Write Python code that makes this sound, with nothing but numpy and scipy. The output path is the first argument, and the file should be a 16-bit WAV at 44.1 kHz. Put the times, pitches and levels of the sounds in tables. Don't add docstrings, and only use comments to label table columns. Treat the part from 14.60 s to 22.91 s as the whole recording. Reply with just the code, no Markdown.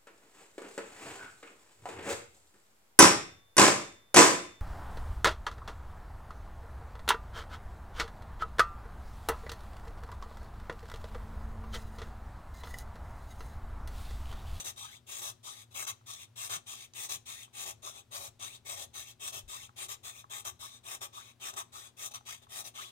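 import sys
import numpy as np
from scipy import signal
from scipy.fft import rfft, irfft, next_fast_len
from scipy.io import wavfile
from scipy.ndimage import uniform_filter1d

SR = 44100
rng = np.random.default_rng(int(sys.argv[2]) if len(sys.argv) > 2 else 0)


def wav_out(sig):
    wavfile.write(sys.argv[1], SR, np.round(np.clip(np.atleast_2d(sig).T, -1, 1) * 32767).astype(np.int16))


N = 366471
TIME = np.arange(N) / SR
SIZE = next_fast_len(N + 8192, True)
HZ = np.fft.rfftfreq(SIZE, 1 / SR)
RECORDER_EDGE_HZ = 15900

# frequency in Hz, relative level in dB.
AIR_COLOUR = [(20, -15), (90, -6.5), (200, -3), (400, -7.5), (1000, -11.5), (2000, -17), (4000, -18),
              (8000, -24), (16000, -30)]
# frequency in Hz, rms level in dB before the lean to the left.
HUM_PARTIALS = [(119.9, -70.5), (239.9, -79), (359.7, -85.5)]
# time in seconds, rms level in dB.
DRONE_LEVEL = [(0, -68), (.8, -70), (1.9, -64), (2.4, -75.5), (8.31, -79)]
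# frequency in Hz, time to fall by 60 dB in seconds.
ROOM_DECAY = [(200, 1), (1000, 0.22), (4000, 0.28), (14000, 0.17)]

# time in seconds, basic level in dB.
RUSTLE_LEVEL = [(0.0, -66.5), (0.9, -75), (1.6, -73), (2.3, -72), (3.2, -70.5), (4.3, -67), (4.9, -68.5),
                (5.5, -70), (6.2, -73), (7.0, -71.5), (8.31, -75.5)]
# frequency in Hz, relative level in dB.
RUSTLE_COLOUR = [(20, -21), (45, -26), (70, -10), (105, -3.5), (125, -23), (160, -16.5), (300, -51),
                 (1000, -72)]
# start in seconds, level in dB before the lean to the left,
# pitch in Hz, decay time in seconds.
BUMPS = [(0.688, -63, 115, 0.031), (1.303, -69, 112, 0.026), (1.963, -55, 154, 0.012),
         (2.559, -58, 134, 0.011), (3.674, -65, 113, 0.017), (4.76, -53, 105, 0.014),
         (4.834, -52, 40.4, 0.02), (4.868, -53, 49.7, 0.015), (5.031, -61, 90, 0.018),
         (5.862, -57, 111, 0.027)]

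# frequency in Hz, left gain in dB, right gain in dB.
BROAD_COLOUR = [(253, -24, -25), (472, -27, -35), (995, -19.5, -15.5), (1640, -16.5, -18),
                (2900, -19, -14.5), (4550, -21.5, -19.5), (5620, -9, -8.5), (7070, -1.5, -5.5),
                (9150, -2, -7), (8960, -4.5, -12.5), (11770, -14, -16.5), (12530, -5, -11.5),
                (14100, -9.5, -10.5), (14500, -11, -14)]
# frequency in Hz, width in Hz, lift at the left port in dB,
# lift at the right port in dB, extra left lead in radians.
PANEL_MODES = [(385, 67, 15.5, 15, 0.3), (556, 110, 9, 10.5, -0.2), (687, 190, 10, 2.5, 0.24),
               (820.6, 16.3, 7, 13, -2), (1007, 255, 8.5, 9, -0.02), (1128.6, 149, 12.5, 5.5, -2.5),
               (1252, 186, 14, 8.5, -0.18), (1856, 110, 5, 4.5, 0.5), (2175, 122, 9.5, -3.5, -0.85),
               (2448, 200, 11.5, 3, 0.5), (2679, 146, 13, 3, -2), (3050, 43, 12, 3, -0.7),
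               (3185, 137, 14.5, 7, -1), (3409, 159, 12.5, 10, -6), (3658, 185, 16, 9, -2),
               (3880, 267, 14.5, 0, -3.5), (4160, 260, 8.5, 9.5, -1.1), (4570, 79, 12, 11.5, 0.5),
               (4757, 90, 14, 9.5, 2), (5190, 133, 10, 6.5, 0.4), (5417, 32, 17.5, -6, -1.8),
               (5890, 400, 8, 9, -0.6), (6220, 300, 6.5, 1, -0.3), (6515, 220, 7, 1, 0.7),
               (7040, 25, 9, -17, 1), (7630, 330, 6.5, 3.5, -1.4), (8380, 680, 4.5, 1, -0.34),
               (8240, 68, 1, 9.5, 0.5), (8800, 120, 2, 9, -2), (10320, 450, 7, 7.5, -2.5)]
# frequency in Hz, basic left lead in radians,
# likeness of the ports from 0 to 1.
PORTS = [(251, 1.86, 0.45), (783, 0.61, 0.39), (1107, 5.14, 0.99), (1626, 1.36, 0.51), (2780, 2.58, 0.47),
         (3845, 5.94, 0.73), (5100, 3.26, 0.3), (5970, 4.4, 0.52), (6700, 4.64, 0.65), (8300, 4.13, 0.62),
         (9500, 6.6, 0.27), (11000, 6.5, 0.38), (13200, 6.5, 0.26), (15900, 7, 0.1)]

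# start in seconds, peak level in dB at the louder port,
# brightness in Hz.
TAPS = [(0.162, -47, 7000), (0.494, -44, 1300), (1.252, -31.5, 8000), (1.411, -57, 1310),
        (1.762, -46, 4500), (1.896, -35, 8000), (2.057, -61, 9000), (2.336, -41, 6000), (2.497, -33, 11000),
        (2.878, -53, 1206), (4.341, -52, 5000), (4.356, -43, 9000), (5.092, -45, 1510), (5.285, -40, 10000),
        (5.641, -41, 1420), (5.851, -29, 12000), (6.938, -34.5, 7000), (7.517, -40, 8000),
        (7.608, -48, 1200), (7.868, -51, 1400)]

# panel ring in dB,
# hollow of the hand in dB, low body in dB.
PUSHES = [(-0.062, 0.08, 0.024, -41.5, 0.0, -3, -16.5, -15),
          (0.461, 0.15, 0.036, -46, 0.5, -4.5, -18, -18.5),
          (1.139, 0.11, 0.024, -42, -4.5, -4, -12.5, -16.0),
          (1.754, 0.12, 0.025, -44.0, 2.5, -4.5, -15, -20.5),
          (2.336, 0.131, 0.027, -44.5, 2.5, -4.5, -19, -18.5),
          (2.925, 0.12, 0.04, -44.5, 6, -4.0, -15, -17), (3.507, 0.088, 0.026, -44.0, -1, -4.5, -13.0, -12),
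          (4.046, 0.11, 0.029, -44.5, -3.5, -4, -15, -12.5), (4.593, 0.11, 0.042, -42.0, -4, -3, -15, -18),
          (5.157, 0.1, 0.033, -44.0, -2, -3, -15, -17), (5.694, 0.12, 0.03, -45, -9, -2.5, -12.5, -15),
          (6.228, 0.13, 0.047, -46.0, 5.5, -3, -12, -14.0), (6.795, 0.11, 0.04, -44, 0.5, -1, -10, -15.0),
          (7.363, 0.114, 0.032, -45.0, 5, -5.0, -14, -17.5),
          (7.884, 0.132, 0.043, -45.5, 7, -4.0, -14.0, -15)]
# ring in dB, hollow in dB, body in dB.
BITES = [(0.039, 0.069, -43.5, -5.5, -18, -15), (0.611, 0.098, -44.5, -5.5, -14.5, -13.5),
         (1.105, 0.036, -62.5, 0, -11, -9), (1.264, 0.047, -39.5, -4.5, -9.5, -18),
         (1.892, 0.079, -41.5, -3.5, -10.0, -14.5), (2.486, 0.074, -41, -5, -17, -17.5),
         (3.052, 0.065, -45.5, -5, -16.5, -10.5), (3.6, 0.082, -48.5, -5.5, -15, -9.5),
         (4.159, 0.09, -48, -3.0, -17.5, -8.5), (4.72, 0.079, -46.5, -3.0, -15.0, -11),
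         (5.281, 0.064, -45.5, -4.0, -12.5, -16), (5.844, 0.057, -43.5, -5, -8.5, -12.5),
         (6.406, 0.054, -44.5, -4, -9.0, -10), (6.93, 0.0094, -46, -4.5, -9, -5),
         (6.96, 0.053, -43.0, -4, -7.5, -12), (7.507, 0.01, -47, -3.0, -22, -7),
         (7.536, 0.027, -42.5, -3, -8, -18), (7.814, 0.028, -63.5, 2.5, -10, -5),
         (8.038, 0.05, -48, -5, -19, -11)]
# ring in dB, hollow in dB, body in dB.
PULLS = [(0.155, 0.22, 0.11, -51, 10, -2.5, -0.5, -10.5, -15),
         (0.827, 0.208, 0.1, -49.5, 9.5, -2, -3.0, -12.5, -16.5),
         (1.456, 0.19, 0.098, -49.5, 6.5, -4.5, -2.5, -14.0, -19.5),
         (2.058, 0.2, 0.091, -46.5, 9, -2.5, -3.5, -15.5, -18.5),
         (2.651, 0.2, 0.1, -48.5, 7.5, -3, -2.5, -17, -20.5),
         (3.218, 0.19, 0.087, -46.5, 9.5, -8, -3.5, -11.5, -11),
         (3.79, 0.18, 0.096, -47, 10.5, -3, -1.5, -15, -15),
         (4.33, 0.19, 0.098, -47.0, 10, -4, -3, -16, -17), (4.875, 0.19, 0.095, -47, 8.5, -2, -3, -14, -18),
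         (5.428, 0.19, 0.082, -47, 11.5, -5, -3.5, -12.5, -16.5),
         (5.988, 0.19, 0.091, -49.5, 11, -3, -2, -10, -16.5),
         (6.521, 0.2, 0.095, -54, 11, -0.5, 0, -6, -13.5), (7.117, 0.17, 0.084, -52, 6, -1, -4, -10, -14.5),
         (7.649, 0.15, 0.11, -49.0, 19, -2.5, -2, -14, -16.5),
         (8.137, 0.162, 0.11, -51.5, 8.5, -1.5, 1.5, -8.5, -12.5)]

# low edge in Hz, high edge in Hz.
BAND_EDGES = [(4500, 20000), (1600, 4500), (900, 1600), (200, 900)]
ATTACK_POWER = [1.46, 1.41, 1.53, 0.7]
RELEASE_S = [0.0076, 0.0098, 0.0099, 0.0136]
PUSH_SWELL_DB = [0.5, -5, -0.5, 4]
DRAG_DB = [1, 3.6, -0.8, 3]
BITE_RISE_S, PULL_RISE_S, EASE_S = 0.0081, 0.02, 0.012
LIFT_AFTER_S, LIFT_WIDTH_S = 0.026, 0.025

# frequency in Hz, gain in dB.
LIGHT_TOUCH = [(1600, -4), (2300, 0), (2700, -2), (3500, 1), (4050, 1.5), (4600, -0.5), (5400, -1),
               (6500, -1), (9000, -1.5), (11000, -2), (16000, -3)]
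# frequency in Hz, gain in dB.
HARD_TOUCH = [(4500, -1.5), (8000, -3.5), (12000, -0.5), (16000, -3)]

# start in seconds, end in seconds,
# first pitch in Hz, last pitch in Hz, strength in dB relative to the usual blade ring.
SLIDES = [ (0.192, 0.365, 726, 2470, 4), (0.853, 0.981, 860, 2300, -6), (1.12, 1.247, 3580, 1680, -7),
          (1.474, 1.642, 950, 3340, -8.5), (1.773, 1.852, 3520, 1610, -17), (2.115, 2.274, 880, 3180, -12),
          (2.35, 2.457, 3520, 1700, -21), (2.72, 2.874, 1150, 3500, -6.5), (3.26, 3.435, 1010, 3470, -10),
          (3.823, 3.98, 1070, 4160, -10), (4.368, 4.516, 1100, 3800, -12), (4.615, 4.698, 3630, 1900, -25),
          (4.923, 5.066, 820, 4050, -7), (5.18, 5.245, 3320, 1540, -9), (5.412, 5.61, 1070, 3720, -10),
          (5.707, 5.784, 3200, 1200, -15), (6.021, 6.085, 870, 1920, -2), (6.252, 6.356, 3400, 1390, -11),
          (6.564, 6.627, 920, 1800, 7), (6.814, 6.905, 3100, 1360, -6), (7.135, 7.306, 855, 3470, -13),
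          (7.35, 7.47, 3150, 1400, -16), (7.673, 7.763, 870, 3250, -7), (7.9, 7.983, 3300, 1400, -31),
          (8.18, 8.255, 855, 3320, 0)]
BLADE_WIDTH_HZ, BLADE_WIDENING = 230, 0.25
HOLLOW_HZ, HOLLOW_DB, HOLLOW_WIDTH_S = 1100, 7.5, 0.014
# start in seconds, end in seconds,
# pitch in Hz, strength in dB.
BOXY_NOTES = [(0.63, 0.704, 684, -1), (3.076, 3.15, 820, -7), (3.23, 3.31, 610, 3), (3.52, 3.685, 575, 4),
              (4.083, 4.173, 630, 24), (4.17, 4.277, 570, 4)]


def gain_of(db):
    return 10 ** (np.asarray(db) / 20)


def evened(x):
    return x / np.sqrt(np.mean(x ** 2) + 1e-20)


def column(values):
    return np.array(values, float)[:, None]


def hump(t, width_s):
    return np.exp(-(t / width_s) ** 2)


def read(points, hz, axis=1):
    points = np.array(points, float)
    return np.interp(np.log(hz + 1), np.log(points[:, 0] + 1), points[:, axis])


def add(mix, s, sound):
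    part = mix[max(round(s * SR), 0):][:len(sound)]
    part += sound[:len(part)]


def shaped(x, response):
    return irfft(rfft(x, SIZE) * response, SIZE)[..., :N]


def wander(rate_hz):
    return evened(shaped(rng.standard_normal(N), 1 / (1 + (HZ / rate_hz) ** 4)))


def resonate(x, hz, width_hz):
    turn = np.exp(2j * np.pi * np.cumsum(hz) / SR)
    r = np.exp(-np.pi * width_hz / SR)
    smooth = signal.lfilter([1 - r], [1, -r], x / turn)
    return 2 * (turn * smooth).real


def workshop(air_db=-72, apart=1.0, waver_db=-0.1, lean_db=2.1):
    noise = rng.standard_normal(N) + apart * rng.standard_normal((2, N))
    air = gain_of(air_db) * evened(shaped(noise, gain_of(read(AIR_COLOUR, HZ))))
    hum = 0
    for hz, db in HUM_PARTIALS:
        hum = hum + np.sqrt(2) * gain_of(db) * np.sin(2 * np.pi * (hz * TIME + rng.random()))
    return (air + hum * gain_of(waver_db * wander(6))) * gain_of([[lean_db], [-lean_db]])


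def drone(hz=110, width_hz=12):
    note = np.full(N, hz)
    once = resonate(rng.standard_normal(N), note, width_hz)
    sound = evened(resonate(once, note, width_hz))
    return sound * gain_of(np.interp(TIME, *np.transpose(DRONE_LEVEL)))


def room(x, wet_db=-17):
    hz, t, z = signal.stft(rng.standard_normal((2, SR // 2)), SR, nperseg=256)
    fall_db = -60 * t / read(ROOM_DECAY, hz)[:, None]
    tail = signal.istft(z * gain_of(fall_db), SR, nperseg=256)[1]
    tail[:, :SR // 250] = 0
    return gain_of(wet_db) * signal.fftconvolve(x, tail / np.linalg.norm(tail[0]), axes=1)[:, :N]


def hands(rustle_db=-1, lean_db=2.5, lumps_db=1.0, lumps_hz=7, strain_db=4, strain_s=0.084):
    out = evened(shaped(rng.standard_normal(N), gain_of(read(RUSTLE_COLOUR, HZ))))
    strain = np.max([hump(TIME - start - length, strain_s) for start, length, *_ in BITES], axis=0)
    level_db = rustle_db + np.interp(TIME, *np.transpose(RUSTLE_LEVEL)) + strain_db * strain
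    out *= gain_of(level_db + lumps_db * wander(lumps_hz))
    t = np.arange(SR // 4) / SR
    for s, db, hz, decay in BUMPS:
        age = 2 * t / decay
        swell = age * np.exp(1 - age)
        add(out, s, gain_of(db) * swell * np.sin(2 * np.pi * hz * t))
    return out * gain_of([[lean_db], [-lean_db]])


def panel_response():
    db = np.array([read(BROAD_COLOUR, HZ, axis=1), read(BROAD_COLOUR, HZ, axis=2)])
    lead = read(PORTS, HZ)
    for hz, width, left_db, right_db, extra_lead in PANEL_MODES:
        peak = 1 / (1 + (2 * (HZ - hz) / width) ** 2)
        db += np.outer([left_db, right_db], peak)
        lead += extra_lead * peak
    cepstrum = irfft(np.log(gain_of(db.mean(0))), SIZE)
    phase = 2 * rfft(cepstrum[:SIZE // 2], SIZE).imag
    return gain_of(db) * np.exp(1j * np.array([phase + lead, phase]))


def taps(panel, decay_s=0.0019, crack=0.33):
    out, t = np.zeros((2, N)), np.arange(2048) / SR
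    onset = 16
    ring = np.roll(irfft(panel, SIZE), onset, axis=1)[:, :len(t)]
    ring[:, onset] += crack * np.linalg.norm(ring, axis=1)
    for s, db, bright_hz in TAPS:
        band = [min(bright_hz / 2, 700), min(bright_hz, RECORDER_EDGE_HZ)]
        dull = signal.butter(2, band, "bandpass", fs=SR)
        scuff = signal.lfilter(*dull, rng.standard_normal(len(t)) * np.exp(-t / decay_s))
        tap = signal.fftconvolve(ring, scuff[None], axes=1)
        for port, sound in zip(out, tap / abs(tap).max()):
            add(port, s, gain_of(db) * sound)
    return out


def stroke_time(start, length):
    return np.arange(max(-start, 0), length + 0.12, 1 / SR)


def stroke(t, length, rise_s, db):
    speed = 1 - np.exp(-t / rise_s)
    braking = 1 / (1 + np.exp((t - length) / column(RELEASE_S)))
    return gain_of(db) * speed ** column(ATTACK_POWER) * braking


def push(start, length, rise_s, rasp_db, swell_db, *colour_db):
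    t = stroke_time(start, length)
    travel = np.minimum(t / length, 1) - .5
    db = rasp_db + column([0, *colour_db]) + (swell_db + column(PUSH_SWELL_DB)) * travel
    return stroke(t, length, rise_s, db)


def bite(start, length, rasp_db, *colour_db):
    return stroke(stroke_time(start, length), length, BITE_RISE_S, rasp_db + column([0, *colour_db]))


def pull(start, length, firm_s, rasp_db, drop_db, lift_db, *colour_db):
    t = stroke_time(start, length)
    eased = .5 + .5 * np.tanh((t - firm_s) / (2 * EASE_S))
    db = rasp_db + column([0, *colour_db]) + (column(DRAG_DB) - drop_db) * eased
    lift = lift_db * hump(t - firm_s - LIFT_AFTER_S, LIFT_WIDTH_S)
    return stroke(t, length, PULL_RISE_S, db + lift)


def hollow_boost():
    db = np.zeros(N)
    for start, end, first_hz, last_hz, _ in SLIDES:
        if last_hz > first_hz:
            passing = start + (end - start) * np.log(HOLLOW_HZ / first_hz) / np.log(last_hz / first_hz)
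            near = slice(*np.searchsorted(TIME, [passing - 0.1, passing + 0.1]))
            db[near] += HOLLOW_DB * hump(TIME[near] - passing, HOLLOW_WIDTH_S)
    return gain_of(db)


def stroke_levels(unsteady_db=0.12, unsteady_hz=28):
    levels = np.zeros((len(BAND_EDGES), N))
    for movement, rows in ((push, PUSHES), (bite, BITES), (pull, PULLS)):
        for row in rows:
            for level, envelope in zip(levels, movement(*row)):
                add(level, row[0], envelope)
    levels[2] *= hollow_boost()
    return levels * gain_of(unsteady_db * wander(unsteady_hz))


def teeth(chips_per_s=9000, spread_db=4.0, rub=0.39, chatter_db=-1.08, chatter_hz=260):
    size = gain_of(spread_db * np.minimum(rng.exponential(1, N), 4)) * rng.choice([-1, 1], N)
    chips = evened(size * (rng.random(N) < chips_per_s / SR))
    return evened(chips + rub * rng.standard_normal(N)) * gain_of(chatter_db * wander(chatter_hz))


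def blade(cut, ring_db=13, wobble=0.086, flutter_db=1.0):
    out = cut.copy()
    rocking = np.exp(wobble * wander(61))
    flutter = gain_of(flutter_db * wander(50))
    for start, end, first_hz, last_hz, db in SLIDES:
        during = slice(round(start * SR), round(end * SR))
        part = cut[during]
        note = np.geomspace(first_hz, last_hz, len(part)) * rocking[during]
        width = BLADE_WIDTH_HZ + BLADE_WIDENING * first_hz
        ring = resonate(resonate(part, note, width), note, width) * flutter[during]
        add(out, start, gain_of(ring_db + db) * ring * signal.windows.tukey(len(part), .2))
    return out


def boxy(cut, width_hz=85):
    out = cut.copy()
    for start, end, hz, db in BOXY_NOTES:
        part = cut[round(start * SR):round(end * SR)]
        ring = resonate(part, np.full(len(part), hz), width_hz)
        add(out, start, gain_of(db) * ring * signal.windows.tukey(len(part), .3))
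    return out


def touch(cut):
    out = cut
    for rows, colour in ((PULLS, LIGHT_TOUCH), (BITES, HARD_TOUCH)):
        spans = [(TIME > start) & (TIME < start + length + 2 * max(RELEASE_S)) for start, length, *_ in rows]
        during = np.any(spans, axis=0)
        out = np.where(during, shaped(cut, gain_of(read(colour, HZ))), out)
    return out


def patches(shape, frames, bins):
    field = rng.standard_normal(shape)
    for axis, size in ((0, bins), (0, bins), (1, frames), (1, frames)):
        field = uniform_filter1d(field, size, axis=axis)
    return evened(field)


def shifting_contact(x, single_db=2.7, groups_db=1.5):
    hz, t, z = signal.stft(x, SR, nperseg=1024, noverlap=768)
    single = single_db * patches(z.shape[1:], frames=22, bins=2)
    groups = groups_db * patches(z.shape[1:], frames=10, bins=16)
    depth = np.interp(hz, [300, 3000], [.6, 1])
    fed = z * gain_of(depth[:, None] * (single + groups))
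    return signal.istft(fed, SR, nperseg=1024, noverlap=768)[1][:, :N]


def snags(per_s=55, decay_s=0.0066, depth_db=0.74):
    catches = rng.uniform(0.16, 1, N) * (rng.random(N) < per_s / SR)
    grip = signal.lfilter([1], [1, -np.exp(-1 / (decay_s * SR))], catches)
    return gain_of(depth_db * evened(grip - grip.mean()))


def rasp(panel, trim_db=(0, 0, 0, -.5)):
    walls = np.array([boxy(blade(teeth())), boxy(blade(teeth()))])
    near, far = rfft(shifting_contact(touch(walls)), SIZE)
    same = np.clip(read(PORTS, HZ, axis=2), 0, 1)
    ringing = panel * np.array([near, same * near + np.sqrt(1 - same ** 2) * far])
    out = np.zeros((2, N))
    for (low, high), level, db in zip(BAND_EDGES, stroke_levels(), trim_db):
        share = 1 / (1 + (HZ / high) ** 20) - 1 / (1 + (HZ / low) ** 20)
        band = irfft(ringing * share, SIZE)[:, :N]
        power = uniform_filter1d(uniform_filter1d(band.mean(0) ** 2, size=1100), size=700)
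        out += band * level * gain_of(db) / np.sqrt(abs(power) + 1e-12)
    return out * snags()


def scene():
    panel = panel_response()
    filing = rasp(panel) + taps(panel)
    return filing + room(filing) + hands() + workshop() + drone()


def record(dry):
    low_pass = signal.firwin(511, RECORDER_EDGE_HZ, window=("kaiser", 9), fs=SR)
    return signal.oaconvolve(dry, low_pass[None], "same")


dry = scene()
out = record(dry)
wav_out(out)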